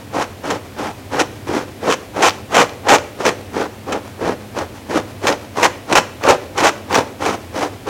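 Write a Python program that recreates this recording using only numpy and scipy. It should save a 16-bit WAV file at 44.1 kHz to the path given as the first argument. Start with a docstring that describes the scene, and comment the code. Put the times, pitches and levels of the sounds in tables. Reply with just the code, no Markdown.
"""A fan hums in a small live room as a slicker brush works through a thick fur pad on a table, three
strokes a second. Each stroke is a faint graze on the back swing, then a pull: hairs slip off the wire
pins and shake the hollow brush head. Tangles rip with a bright rasp, bent pins tick as they spring free,
and now and then the head thumps down through the pad. The hardest strokes overload the microphone."""
import sys
import numpy as np
from scipy import signal
from scipy.fft import rfft, irfft
from scipy.io import wavfile
from scipy.ndimage import uniform_filter1d

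SR = 44100
rng = np.random.default_rng(int(sys.argv[2]) if len(sys.argv) > 2 else 0)


def store_wav(level_fs):
    """Save 16-bit WAV to argv[1]."""
    pcm = np.round(np.clip(np.atleast_2d(level_fs), -1, 1) * 32767)
    wavfile.write(sys.argv[1], SR, pcm.T.astype(np.int16))


N = 347943

# EQ curve of the fan's rush and the room air: f/Hz, relative level/dB
AIR_EQ = [(25, -56), (36, -32), (46, -5.5), (70, -6.5), (85, 2), (125, 2), (160, -8.5), (215, -2.5),
          (290, -1.5), (400, -7.5), (650, -9.5), (1150, -16.5), (2500, -18.5), (6000, -27), (15500, -32)]
# motor and mains hum: f/Hz, rms level/dB
HUM_TONES = [(85, -48), (99.2, -44.5), (210, -49), (264, -53.5)]
# EQ curve of the brush head on the pad, shaken by sliding hairs: f/Hz, relative level/dB
DRAG_EQ = [(40, -26), (130, -8.5), (200, -2), (300, -0.5), (520, -0.7), (1000, -3.5), (1600, -9.5),
           (2500, -17), (4600, -23), (6200, -25), (7600, -29), (10000, -34.5), (16000, -47.5)]
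# resonances of the head and its pins, mixed in on top of the EQ: f/Hz, width/Hz, level/dB
HEAD_RESONANCES = [(297, 47, -4.5), (439, 28, -4.5), (514, 30, -3), (815, 56, -6.5), (1330, 140, -22),
                   (1870, 23, -5.5), (2366, 70, -5), (2590, 55, -8), (3044, 59, -6.5), (4200, 56, -10),
                   (5520, 90, -18), (5660, 90, -28), (6765, 23, -36)]
# pulls through the fur: t/s, length/s, firmest level/dB, treble tilt/(dB per octave), hollow f/Hz
PULLS = [ (0.146, 0.1, -17.5, 0.44, 910), (0.451, 0.12, -17, 0, 550), (0.792, 0.12, -22, 0.85, 840),
         (1.126, 0.11, -15.5, 0, 570), (1.485, 0.15, -19.5, 0.55, 397), (1.836, 0.083, -13, -.3, 426),
         (2.166, 0.12, -11, -0.1, 810), (2.523, .12, -8.5, 0.2, 960), (2.865, 0.1, -6.5, -1.1, 830),
         (3.206, 0.11, -15, 0.6, 457), (3.545, 0.12, -18, -0.3, 323), (3.882, 0.11, -18, -1.5, 416),
         (4.212, 0.12, -14.5, -1.06, 430), (4.565, 0.084, -22, -0.2, 686), (4.906, 0.1, -15.5, 0.5, 324),
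         (5.239, 0.097, -12.5, 0.75, 517), (5.572, 0.1, -12, 1.1, 960), (5.9, 0.12, -14, .5, 930),
         (6.233, .105, -5.5, -0.4, 554), (6.577, 0.12, -10, 0.5, 1050), (6.909, 0.11, -12, .6, 830),
         (7.221, 0.13, -16, 1, 830), (7.556, 0.12, -16.5, 0.97, 573), (7.879, 0.068, -9.5, -0.7, 450)]
# tangles that rip during a pull: t/s, length/s, level/dB
TANGLES = [(0.216, .012, -21), (0.504, 0.0068, -16), (1.194, 0.021, -12), (1.9, 0.039, -15.5),
           (2.223, 0.061, -9.5), (2.545, 0.079, -11), (2.886, .072, -9), (3.253, 0.04, -15),
           (3.923, 0.0089, -19.5), (4.587, 0.0049, -22.5), (5.271, 0.019, -12.5), (5.63, 0.031, -8.5),
           (5.926, 0.0043, -10), (5.954, .03, -6), (6.287, 0.023, -9.5), (6.577, .03, -16.5),
           (6.637, 0.054, -11.5), (6.945, 0.015, -12.5), (7.254, 0.015, -19)]
# EQ curve of a ripping tangle: f/Hz, relative level/dB
RIP_EQ = [(50, -28), (200, -20), (450, -2.5), (900, 0), (1500, -3), (2600, -6.5), (4600, -15), (6000, -13),
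          (7500, -16), (8500, -22), (12000, -31.5), (16000, -41)]
# single pins springing free: t/s, peak level/dB
PIN_TICKS = [(0.2416, -17.5), (0.516, -22), (1.9236, -10), (2.294, -4), (2.3064, -12), (2.694, -19.5),
             (2.961, -11), (2.9844, -10), (3.264, -0.5), (5.2697, -3), (5.3257, -8.5), (5.9976, -11),
             (6.2376, -8), (6.6074, -11), (6.928, -6), (6.9533, 0)]
# EQ curve of a wire pin's tick: f/Hz, relative level/dB
TICK_EQ = [(200, -25), (1000, 6), (3500, 2.5), (5800, -2.5), (7500, -17), (10000, -22), (16000, -16)]
# knocks of the head down through the pad: t/s, level/dB
HEAD_THUMPS = [(1.21, -11), (1.493, -9), (1.886, -11), (4.216, -19), (5.24, -10), (5.929, -6.5)]
# room reverb by band: f/Hz, level/dB, t60/s
REVERB_BANDS = [(125, -17, 0.53), (249, -14, 0.52), (492, -12, 0.65), (900, -16.5, 0.34), (2500, -17, 0.51),
                (6100, -17.5, 0.4), (14000, -16, 0.29)]

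EASY_DB = -14  # level of an easy pull
PIN_HZ, PIN_OCTAVES = 5980, 0.23  # centre and half width of the pins' sizzle in an easy pull


def undb(db):
    """Decibels to gain."""
    return 10 ** (np.asarray(db) / 20)


def unit(x):
    """Scale to rms 1."""
    return x / np.sqrt(np.mean(x ** 2))


def wander(rate):
    """Random modulator of rms 1 that glides to a new value rate times a second."""
    knots = rng.standard_normal(N // 16)
    return unit(np.interp(np.arange(N) / SR * rate, np.arange(len(knots)), knots))


def resonate(x, hz, width):
    """One resonance, gain 1 at its centre."""
    return signal.lfilter(*signal.iirpeak(hz, hz / width, fs=SR), x)


def response(eq, modes=(), tilt_db=0, bells=(), tilt_hz=500, size=4096):
    """Impulse response of unit energy: EQ curve, treble tilt per octave, broad bells, narrow modes."""
    hz, db = np.transpose(eq)
    octave = np.log2(np.maximum(np.arange(size // 2 + 1) * SR / size, 1))
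    db = np.interp(octave, np.log2(hz), db) + tilt_db * np.maximum(octave - np.log2(tilt_hz), 0)
    db += sum(boost * np.exp(-((octave - np.log2(f)) / width) ** 2) for f, boost, width in bells)
    # minimum phase keeps the attack tight
    cepstrum = irfft(np.log(undb(db)))
    cepstrum[1:size // 2] *= 2
    cepstrum[size // 2 + 1:] = 0
    impulse = irfft(np.exp(rfft(cepstrum)))
    impulse += sum(undb(level) * resonate(impulse, f, width) for f, width, level in modes)
    return impulse / np.sqrt(np.sum(impulse ** 2))


def ring(x, impulse):
    """Play x through an impulse response."""
    return signal.oaconvolve(x, impulse)[:len(x)]


def add(out, start, x):
    """Mix x into out at start seconds."""
    i = max(int(start * SR), 0)
    out[i:i + len(x)] += x[:max(N - i, 0)]


def fan(air_db=-36, waver_db=0.23, drift_hz=1.37, throb_db=3.0):
    """The background bed: soft rushing air and a motor hum that drifts and throbs."""
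    air = ring(rng.standard_normal(N), response(AIR_EQ, size=16384))
    out = air * undb(air_db + waver_db * wander(3.7))
    for hz, db in HUM_TONES:
        phase = 2 * np.pi * np.cumsum(hz + drift_hz * wander(6)) / SR
        out += undb(db) * unit(np.sin(phase) * undb(throb_db * wander(6.5)))
    return out


def slips(rate, scatter_db, bunch_hz, bunch_db, even_samples=900):
    """Hairs slipping off pins: a dense crackle of uneven clicks that come in bunches; rms 1."""
    scatter = scatter_db * np.clip(rng.standard_normal(N), -2, 2)
    bunches = bunch_db * np.clip(wander(bunch_hz), -2, 2)
    clicks = (rng.random(N) < rate / SR) * rng.choice([-1, 1], N)
    force = clicks * undb(scatter + bunches)
    # the hand's steady pull evens out the work done over a few centimetres
    return force / np.sqrt(uniform_filter1d(force ** 2, size=even_samples) + 1e-9)


def brush_head(eq, tilt_db, hollow_hz, pin_hz, boom_db=0):
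    """The head as it is held: the hollow under it, its bent pins and the soft pad each shape a bell."""
    hollow = (hollow_hz, 2.22, 0.49)  # f/Hz, level/dB, half width/octaves
    sizzle = (pin_hz, 2.27, PIN_OCTAVES)
    pad_boom = (230, boom_db, 0.74)
    return response(eq, HEAD_RESONANCES, tilt_db, [hollow, sizzle, pad_boom])


def grazes(lead_s=0.14, width_s=0.038, level_db=-40, scatter_db=2):
    """Swinging back before each pull, the brush skims the fur with a faint whisper."""
    t = np.arange(N) / SR
    gains = undb(level_db + scatter_db * rng.standard_normal(len(PULLS)))
    touch = sum(gain * np.exp(-((t - start + lead_s) / width_s) ** 2)
                for gain, (start, *_) in zip(gains, PULLS))
    force = slips(rate=5000, scatter_db=2.5, bunch_hz=114, bunch_db=5.0)
    return ring(touch * force, brush_head(DRAG_EQ, tilt_db=2.4, hollow_hz=1000, pin_hz=PIN_HZ))


def pull_envelope(t, length, firm_db, firmest_share=0.66, ease_db=9.5):
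    """Level in dB of a pull, t seconds after the touch: sink in, firm up, ease off, lift out."""
    attack_db_per_s, release_db_per_s = 663, 582
    touch_db = -21 + 0.15 * (firm_db - EASY_DB)  # a firmer pull also lands a little harder
    held_db = np.interp(t / length, [0, firmest_share, 1], [touch_db, firm_db, firm_db - ease_db])
    return held_db + attack_db_per_s * np.minimum(t, 0) - release_db_per_s * np.maximum(t - length, 0)


def pin_pitch(firm_db, hz_per_db=60):
    """The pins ring higher when a firmer pull bends them harder."""
    return PIN_HZ + hz_per_db * (firm_db - EASY_DB)


def pulls(crossover_hz=1800, tug_db=1.38, tug_hz=44.8):
    """The pins drag through the fur: whole tufts jerk the head, single hairs lay a fine hiss on top."""
    tufts = slips(rate=6000, scatter_db=2.5, bunch_hz=258.2, bunch_db=3.0)
    hairs = slips(rate=11000, scatter_db=4.0, bunch_hz=299, bunch_db=1.5)
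    body = signal.sosfilt(signal.butter(2, crossover_hz, "low", fs=SR, output="sos"), tufts)
    hiss = signal.sosfilt(signal.butter(2, crossover_hz, "high", fs=SR, output="sos"), hairs)
    force = (body + hiss) * undb(tug_db * wander(tug_hz))  # the fur resists unevenly
    out, t = np.zeros(N), np.arange(N) / SR
    for start, length, firm_db, tilt_db, hollow_hz in PULLS:
        span = (t > start - length / 2) & (t < start + 2 * length)
        drag = force[span] * undb(pull_envelope(t[span] - start, length, firm_db))
        boom_db = min(EASY_DB - firm_db, 0)  # pressed hard, the pad stiffens and booms less
        head = brush_head(DRAG_EQ, tilt_db, hollow_hz, pin_pitch(firm_db), boom_db)
        add(out, start - length / 2, ring(drag, head))
    return out


def rips(catch_s=0.0013, release_s=0.0069):
    """A tangle catches abruptly and tears in coarse jerks, ringing the head as held in that pull."""
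    out, t = np.zeros(N), np.arange(N) / SR
    force = slips(rate=4000, scatter_db=3.5, bunch_hz=480.6, bunch_db=2.5, even_samples=800)
    for start, length, db in TANGLES:
        end = start + length
        span = (t > start - 10 * catch_s) & (t < end + 10 * release_s)
        attack = np.exp(np.minimum(t[span] - start, 0) / catch_s)
        release = np.exp(-np.maximum(t[span] - end, 0) / release_s)
        tear = undb(db) * attack * release * force[span]
        _, _, firm_db, _, hollow_hz = min(PULLS, key=lambda pull: abs(pull[0] - start))
        head = brush_head(RIP_EQ, 0, hollow_hz, pin_pitch(firm_db))
        add(out, start - 10 * catch_s, ring(tear, head))
    return out


def pin_ticks(chatter=0.3, chatter_s=0.0027, sizzle_db=6):
    """A bent pin snaps back and chatters briefly against its neighbours."""
    out, t = np.zeros(N), np.arange(600) / SR
    pin = response(TICK_EQ, HEAD_RESONANCES, bells=[(PIN_HZ, sizzle_db, PIN_OCTAVES)])
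    for start, db in PIN_TICKS:
        force = chatter * rng.standard_normal(len(t)) * np.exp(-t / chatter_s)
        force[0] = 1  # the snap itself
        tick = ring(force, pin)
        add(out, start, undb(db) * tick / np.abs(tick).max())
    return out


def thumps(body_hz=340, low_hz=200, low_db=-9, swell_s=0.0036):
    """The fur cushions a knock: head and table top swell for a few cycles and die at once."""
    out, t = np.zeros(N), np.arange(3000) / SR
    envelope = (t / swell_s * np.exp(1 - t / swell_s)) ** 2
    tunings = 1 + 0.094 * rng.uniform(-1.4, 1, len(HEAD_THUMPS))
    for (start, db), tuning in zip(HEAD_THUMPS, tunings):
        body = np.sin(2 * np.pi * body_hz * tuning * t)
        low = undb(low_db) * np.sin(2 * np.pi * low_hz * tuning * t)
        add(out, start, undb(db) * envelope * (body + low))
    return out


def reverb(x, build_s=0.013, size=36000):
    """Diffuse tail off the walls, each band with its own level and decay."""
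    t, hz = np.arange(size) / SR, np.arange(size // 2 + 1) * SR / size
    spectrum = rfft(rng.standard_normal(size))
    log_centres = np.log(np.array(REVERB_BANDS)[:, 0])
    build = 1 - np.exp(-(t / build_s) ** 2)
    tail = np.zeros(size)
    for solo, (_, db, t60) in zip(np.eye(len(REVERB_BANDS)), REVERB_BANDS):
        band = irfft(spectrum * np.interp(np.log(hz + 1), log_centres, solo))
        fade = build * np.exp(-np.log(1000) * t / t60)
        tail += undb(db) * band * fade / np.sqrt(np.sum(fade ** 2))
    return ring(x, tail)


def scene():
    """Mono mix: the brush layers and their reverb over the fan."""
    brush = pulls() + rips() + pin_ticks() + thumps() + grazes()
    return (brush + reverb(brush) + fan())[None]


def record(dry, knee=7, top_hz=16000):
    """The microphone soft-clips peaks near full scale; a steep low-pass takes off the top."""
    clipped = dry / (1 + np.abs(dry) ** knee) ** (1 / knee)
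    return signal.sosfilt(signal.ellip(10, .1, 70, top_hz, fs=SR, output="sos"), clipped)


dry = scene()
out = record(dry)
store_wav(out)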